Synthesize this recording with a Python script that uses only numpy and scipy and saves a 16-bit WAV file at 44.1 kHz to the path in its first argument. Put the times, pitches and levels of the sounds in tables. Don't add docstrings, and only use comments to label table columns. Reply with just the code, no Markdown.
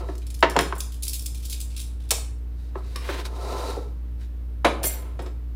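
import sys
import numpy as np
from scipy import signal
from scipy.fft import rfft, irfft
from scipy.io import wavfile

SR = 44100
rng = np.random.default_rng(int(sys.argv[2]) if len(sys.argv) > 2 else 0)


def output_pcm(signal):
    pcm = np.clip(np.atleast_2d(signal).T, -1, 1) * 32767
    wavfile.write(sys.argv[1], SR, np.round(pcm).astype(np.int16))


N = 244887


def from_db(db):
    return 10 ** (np.asarray(db) / 20)


def rms_one(x):
    return x / np.sqrt(np.mean(x ** 2) + 1e-20)


def at_hz(points, hz):
    table_hz, values = np.array(points).T
    return np.interp(np.log(np.maximum(hz, 1)), np.log(table_hz), values)


def shaped(x, gain_at):
    hz = np.fft.rfftfreq(len(x), 1 / SR)
    return irfft(rfft(x) * gain_at(hz), len(x))


def coloured(x, points):
    return shaped(x, lambda hz: from_db(at_hz(points, hz)))


def drift(rate_hz):
    return rms_one(shaped(rng.standard_normal(N), lambda hz: 1 / (1 + (hz / rate_hz) ** 2)))


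def body(x, peaks):
    out = 0
    for k, (hz, width_hz, level_db) in enumerate(peaks):
        r = np.exp(-np.pi * width_hz / SR)
        top = (-1) ** k * from_db(level_db) * (1 - r * r) / 2
        poles = [1, -2 * r * np.cos(2 * np.pi * hz / SR), r * r]
        out = out + signal.lfilter([top, 0, -top], poles, x)
    return out


def add(out, start_s, peak_db, sound):
    at = round(start_s * SR)
    scaled = from_db(peak_db) * sound / np.max(np.abs(sound))
    out[at:at + len(sound)] += scaled[:N - at]


def dying(noise, t60_s):
    return noise * from_db(-60 * np.arange(len(noise)) / SR / max(t60_s, .004))


def knocks():
    # (time [s], peak [dB], strongest ring [Hz], ring level [dB],
    # hardness as reach above the ring [octaves, held to 0.2-3.2], noise t60 [s], thud [dB], room send [dB])
    blow_table = [(0.087, -25, 660, 3, 1.04, 0.05, 10.5, -7.5),
                  (0.426, -1.5, 907, -5.5, 1.39, 0.098, -7, -12),
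                  (0.556, -15.5, 556, 0, 0.52, 0.041, -8, -8), (0.563, -5.5, 863, -3, 1.1, 0.05, -2.5, -13),
                  (0.588, -7, 1050, -13, 1.07, 0.099, -3.5, -9),
                  (0.724, -15, 1047, 6.5, 0.93, 0.034, -2, -12),
                  (0.762, -29, 1060, -5, 0.55, 0.027, -14, -7),
                  (0.781, -35.5, 1060, -3, 0.6, 0.022, -14, -15),
                  (2.108, -25, 1200, -4, 0.63, 0.054, -6, -13),
                  (2.117, -20, 767, -10, 0.5, 0.067, -8.5, -7.5), (2.18, -34, 670, 7, 0.5, .03, -14, -11),
                  (2.754, -21.5, 850, -6.5, 0.63, 0.052, 4, -13),
                  (2.957, -27, 1080, 0.5, 1.14, 0.065, -1.5, -3.5),
                  (3.089, -19, 577, 1, 1.6, 0.065, 1, -10), (3.109, -28.5, 1010, -9, 1.8, 0.071, 0.5, 5.5),
                  (3.188, -25.5, 970, -1, 2.1, 0.1, 1, -16), (3.425, -29, 540, 3, 0.7, 0.056, -23, -18),
                  (3.768, -21.5, 480, 2, 0.25, .05, -0.5, -7.5),
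                  (4.645, -6.5, 542, 2, 1.24, 0.097, -6.5, -6), (4.65, -5.5, 258, 1, 3.7, .12, -7.5, -9.5),
                  (4.813, -29.5, 590, 14, 0.5, 0.1, -18, 1.5), (4.839, -22.5, 577, -18, 1.8, 0.1, 2, -17),
                  (4.867, -26, 600, 11, 1.6, 0.14, -14, -11),
                  (5.191, -26.5, 610, -14, 1.15, 0.073, 2.5, -4.5),
                  (5.22, -37, 526, -12, 0.97, .07, 0.5, -0.5), (5.262, -32.5, 644, -18, 1.6, .065, -6, -14)]
    # (frequency [Hz], width [Hz], level [dB])
    counter_peaks = [(490, 35, 20), (599, 16, -29.5), (673, 37, 15.5), (892, 21, -12), (1000, 45, -6.5),
                     (1370, 47, 4.5), (1446, 32, -10.5), (1684, 50, -22.5), (1890, 19, -12.5),
                     (2320, 220, 2), (3026, 33, -14)]
    # (frequency [Hz], width [Hz], level [dB])
    thud_peaks = [(153.4, 33, -4.5), (283.3, 62, -1), (388, 110, -1.5)]
    rise_s, low_cut_hz, crack_db, counter_db = 0.00146, 450, 14.5, -7.5
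    low_cut = signal.butter(2, low_cut_hz, "high", fs=SR, output="sos")
    out, send = np.zeros(N), np.zeros(N)
    noise = rng.standard_normal((len(blow_table), 2, SR // 3))
    t = np.arange(SR // 3) / SR
    for (s, peak_db, ring_hz, ring_db, reach_oct, t60_s, thud_db, room_db), row in zip(blow_table, noise):
        push = dying(row[0], t60_s) * np.minimum(t / rise_s, 1)
        push[round(rise_s * SR)] += from_db(crack_db)
        top_hz = ring_hz * 2 ** np.clip(reach_oct, .2, 3.2)
        contact = np.vstack([low_cut, signal.butter(3, top_hz, fs=SR, output="sos")])
        blow = signal.sosfilt(contact, push)
        ring = from_db(ring_db) * rms_one(body(blow, [(ring_hz, 100, 0)]))
        counter = from_db(counter_db) * rms_one(body(blow, counter_peaks))
        thud = body(body(dying(row[1], 2.0 * t60_s), thud_peaks), thud_peaks)
        sound = rms_one(blow) + ring + counter + from_db(thud_db) * rms_one(thud)
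        add(out, s, peak_db, sound)
        add(send, s, peak_db + room_db, sound)
    return out, send


def bright_ticks():
    # (time [s], peak [dB], treble lean [dB per octave], rattle t60 [s])
    tick_table = [(0.1526, -39, -4, 0.021), (0.1799, -37, 0, 0.027), (0.2172, -44, -10, 0.084),
                  (0.266, -31.5, -1.5, 0.047), (0.302, -32.5, -1, 0.04), (0.3416, -31, -1.5, 0.065),
                  (0.391, -37, -3, 0.023), (0.405, -30, 5, 0.032), (0.4977, -24.5, 0, 0.014),
                  (0.5063, -29, -3, 0.049), (0.5639, -16.5, -13, 0.035), (0.589, -10, -8, 0.019),
                  (0.6075, -20.5, 6, 0.083), (0.752, -35.5, 1, 0.06), (0.781, -29.5, 7, 0.13),
                  (0.8038, -17, 1, 0.036), (0.9195, -35, -2, 0.21), (1.0232, -27, 0.5, 0.075),
                  (1.0313, -20.5, 2.5, 0.08), (1.0506, -25.5, 4, 0.074), (1.0662, -28, -3.5, 0.063),
                  (1.08, -15.5, 2.5, 0.086), (1.1317, -19.5, 1.5, 0.15), (1.192, -24, 1, 0.12),
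                  (1.2197, -29.5, 6, 0.14), (1.2583, -19.5, 0.5, 0.061), (1.3454, -33.5, -1, 0.08),
                  (1.371, -38.5, -1.5, 0.45), (1.4263, -37.5, -2.5, 0.38), (1.4507, -28.5, 2, 0.2),
                  (1.4969, -25, 1.5, 0.21), (1.524, -23, -2, 0.13), (1.5383, -33, -1, 0.061),
                  (1.6018, -24, 0.8, 0.11), (1.699, -42.5, -6, 0.45), (1.7633, -28.5, -2.5, 0.31),
                  (1.8002, -24.5, 0.1, 0.12), (1.999, -47.5, -5.5, 0.46), (2.089, -38.5, -3, 0.08),
                  (2.1065, -7.5, -2.5, 0.058), (2.9594, -21, -7, 0.022), (3.25, -40, -40, 0.064),
                  (4.6462, -12.5, -9.5, 0.1), (4.8305, -22, -6, 0.15), (5.191, -38, -9.5, 0.088),
                  (5.218, -44.5, 2, 0.13), (5.261, -36.5, -13, 0.036)]
    # (frequency [Hz], level [dB per Hz])
    steel_colour = [(710, -57), (1200, -24), (2010, -18), (2340, -10.5), (3550, -5.5), (6940, -6),
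                    (9850, 0), (12500, -8), (15300, -3.5), (16500, -27)]
    # (frequency [Hz], width [Hz], level [dB])
    steel_peaks = [(2465, 260, -11.5), (3935, 210, 5.5), (4120, 1300, -5), (5480, 170, 7),
                   (6120, 450, -8.5), (7590, 660, 6), (8750, 200, -13.5), (9830, 68, 1.5),
                   (10550, 890, -12.5), (12360, 780, 3.5), (12400, 500, -22.5), (16300, 410, 1.5)]
    rise_s, snap_db, snap_t60_s = 0.0018, 6, 0.004
    out = np.zeros(N)
    noise = rng.standard_normal((len(tick_table), SR // 4))
    wake_db = rng.normal(0, 3, (len(tick_table), len(steel_peaks)))
    t = np.arange(SR // 4) / SR
    chatter_db = 3.0 * drift(120)
    for (s, peak_db, lean_db, t60_s), row, woken_db in zip(tick_table, noise, wake_db):
        def steel_gain(hz):
            octaves = np.log2(np.clip(hz, 1500, 16000) / 6000)
            return from_db(at_hz(steel_colour, hz) + lean_db * octaves)

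        steel = shaped(row, steel_gain)
        bounce_db = np.roll(chatter_db, -round(s * SR))[:len(t)]
        rattle = dying(steel * from_db(bounce_db), t60_s)
        snap = from_db(snap_db) * dying(steel, snap_t60_s)
        tick = (rattle + snap) * np.minimum(t / rise_s, 1)
        peaks = [(hz, width_hz, level_db + more_db)
                 for (hz, width_hz, level_db), more_db in zip(steel_peaks, woken_db)]
        add(out, s, peak_db, rms_one(tick) + rms_one(body(tick, peaks)))
    return out


def cutlery():
    # (time [s], relative strength of the touches [dB])
    jingle_table = [(4.825, -53), (4.831, -38), (4.839, -27.5), (4.864, -22.5), (4.95, -90)]
    # (frequency [Hz], relative peak [dB], t60 [s])
    modes = [(2125, -16, 0.26), (4360, -15, 0.14), (5830, -12.5, 0.11), (6560, -15.5, 0.16),
             (7240, -26, 0.2), (7630, -6, 0.086), (9420, -3.5, 0.12), (9420, -6.5, 0.14), (9396, -17, 0.1),
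             (9900, -18.5, .11), (10700, -18, .15), (11152, -8.5, 0.13), (11640, -15, .15),
             (11870, -15, 0.16), (11950, -14, .15), (12200, -16.5, .12), (13439, -3, 0.12),
             (13488, -8, 0.1), (13630, -10, 0.12), (14070, -20, 0.14), (14846, -13, 0.13),
             (14883, -12, 0.15), (15720, -20, .12)]
    jingle_db, touches_per_s = -24.5, 1500
    held_db, held_t60_s = -1, .03
    twin_db, twin_spread = -5.5, 0.011
    s, strength_db = np.transpose(jingle_table)
    t, first = np.arange(N) / SR, round(s[0] * SR)
    struck = (rng.random(N) < touches_per_s / SR) * (t < s[-1])
    touches = (struck * from_db(np.interp(t, s, strength_db)))[first:first + SR // 2]
    out = np.zeros(N)
    twin_ratios = 1 + twin_spread * rng.standard_normal((len(modes), 3))
    for (hz, level_db, t60_s), ratios in zip(modes, twin_ratios):
        rings = [(hz, t60_s, 0), (hz, held_t60_s, held_db)]
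        rings += [(hz * ratio, t60_s, twin_db) for ratio in ratios]
        for pitch_hz, decay_s, extra_db in rings:
            r, w = from_db(-60 / (decay_s * SR)), 2 * np.pi * pitch_hz / SR
            strikes = touches * rng.standard_normal(len(touches)) + 1e-18
            ring = signal.lfilter([0, np.sin(w)], [1, -2 * r * np.cos(w), r * r], strikes)
            add(out, s[0], level_db + extra_db + jingle_db, ring)
    return out


def drags():
    # (full strength at [s], swell [s per 20 dB], hold [s], fade [s per 20 dB],
    # wood rumble [dB], grit under the base [dB], hiss of the faces [dB])
    shove_table = [(0.001, 0.0041, 0.001, .085, -32.5, -50, -52.5),
                   (0.096, 0.09, 0.0044, 0.11, -44.5, -59, -53.5),
                   (2.61, .15, 0.087, .05, -73, -69.5, -65.5), (2.782, 0.052, .005, 0.061, -42, -64, -61),
                   (2.863, 0.15, 0.16, .03, -57.5, -59, -57.5),
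                   (3.063, 0.1, 0.14, 0.051, -44.5, -43, -46.5), (3.097, 0.014, .005, 0.026, -30, -40, -44),
                   (3.212, 0.077, .005, 0.044, -56, -54, -55),
                   (3.254, 0.0088, 0.0076, 0.033, -42.5, -42.5, -39.5),
                   (3.518, 0.31, 0.19, 0.16, -32.5, -47, -43.5),
                   (4.211, 0.028, 0.0043, 0.1, -81.5, -56.5, -58),
                   (4.898, .02, 0.0046, 0.15, -61, -44.5, -49), (4.942, 0.027, .12, 0.27, -48, -58.5, -66),
                   (5.27, 0.056, .005, 0.056, -46, -57, -62.5)]
    # (frequency [Hz], level [dB per Hz])
    wood_colour = [(150, -12), (260, -7.5), (500, 1), (1300, -1), (1700, -39), (2600, -49), (5000, -62)]
    grit_colour = [(900, -14), (1500, 5.5), (2200, 4), (3200, 1), (5000, -16.5)]
    rub_colour = [(1760, -37), (3000, -21), (3990, 0), (5820, -6), (7500, -9.5), (9870, -10), (12800, -19),
                  (13900, -13), (15900, -45), (16500, -49)]
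    # (frequency [Hz], width [Hz], level [dB])
    board_peaks = [(265, 48, -4.5), (390, 47, 7), (492.3, 40, 8), (512, 80, 5.5), (712, 46, -3),
                   (900, 33, 3.5), (1025, 54, 5.5), (1010, 48, 8), (1264, 13, -15.5), (1326, 52, 5),
                   (2160, 310, -7)]
    foot_peaks = [(3730, 170, 9.5), (4190, 72, 8.5), (4380, 130, -14), (6300, 80, -19)]
    slips_per_s, board_db, foot_db = 5000, 8, -8.5
    t, power = np.arange(N) / SR, np.zeros((3, N))
    slips = (rng.random(N) < slips_per_s / SR) * rng.standard_normal(N)
    catch = drift(26)
    wood = rms_one(coloured(slips, wood_colour))
    board = from_db(board_db) * rms_one(body(wood, board_peaks))
    rumble = rms_one((wood + board) * from_db(0.3 * catch))
    faces = rms_one(coloured(rng.standard_normal(N), rub_colour))
    foot = from_db(foot_db) * rms_one(body(faces, foot_peaks))
    hiss = rms_one((faces + foot) * from_db(1.3 * catch))
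    grit = rms_one(coloured(slips, grit_colour) * from_db(0.44 * catch))
    for s, swell_s, hold_s, fade_s, *levels_db in shove_table:
        away = np.maximum((s - t) / swell_s, (t - s - hold_s) / fade_s)
        weaker_db = 20 * np.maximum(away, 0)
        power += np.outer(from_db(levels_db), from_db(-weaker_db)) ** 2
    return np.sum(np.sqrt(power) * [rumble, grit, hiss], axis=0)


def fridge():
    # (frequency [Hz], level [dB rms])
    hum_lines = [(59.2, -30.5), (118.4, -59), (177.6, -65), (236.9, -58), (296.1, -57.5), (355.3, -69),
                 (473.7, -83)]
    t, out = np.arange(N) / SR, np.zeros(N)
    for hz, level_db in hum_lines:
        gain = from_db(level_db + 0.31 * drift(1.7))
        out += gain * np.sqrt(2) * np.sin(2 * np.pi * (hz * t + rng.random()))
    return out


def room_air():
    # (frequency [Hz], relative level [dB per Hz])
    air_colour = [(20, -10), (40, -6.5), (60, 4.5), (110, 5), (150, -3.5), (250, -14), (450, -13),
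                  (600, -21), (1200, -26), (2500, -32.5), (4000, -36), (7000, -43.5), (11000, -41.5),
                  (15500, -38.5), (16100, -89.5)]
    air_db_rms = -46
    return from_db(air_db_rms) * rms_one(coloured(rng.standard_normal(N), air_colour))


def kitchen(x):
    # (frequency [Hz], t60 [s])
    room_t60 = [(150, 0.72), (500, 0.37), (1500, 0.46), (4000, 0.38), (9000, 0.37), (15000, 0.27),
                (17000, 0.029)]
    echo, edges_hz = 0, 85 * 2 ** np.arange(0, 8.1, .5)
    for low_hz, high_hz in zip(edges_hz, np.minimum(edges_hz[1:], .45 * SR)):
        band_pass = signal.butter(2, [low_hz, high_hz], "band", fs=SR, output="sos")
        band = signal.sosfilt(band_pass, rng.standard_normal(SR // 2))
        echo = echo + dying(band, at_hz(room_t60, np.sqrt(low_hz * high_hz)))
    echo = echo / np.sqrt(np.sum(echo ** 2))
    echo = np.concatenate([np.zeros(SR // 250), echo])
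    return signal.fftconvolve(x, echo)[:N]


def scene():
    bright_send_db = -6.5
    blows, blows_send = knocks()
    bright = bright_ticks() + cutlery()
    echoes = kitchen(blows_send + from_db(bright_send_db) * bright)
    return (blows + bright + echoes + drags() + fridge() + room_air())[None]


def record(dry):
    return signal.sosfilt(signal.cheby2(12, 60, 17050, fs=SR, output="sos"), dry)


dry = scene()
out = record(dry)
output_pcm(out)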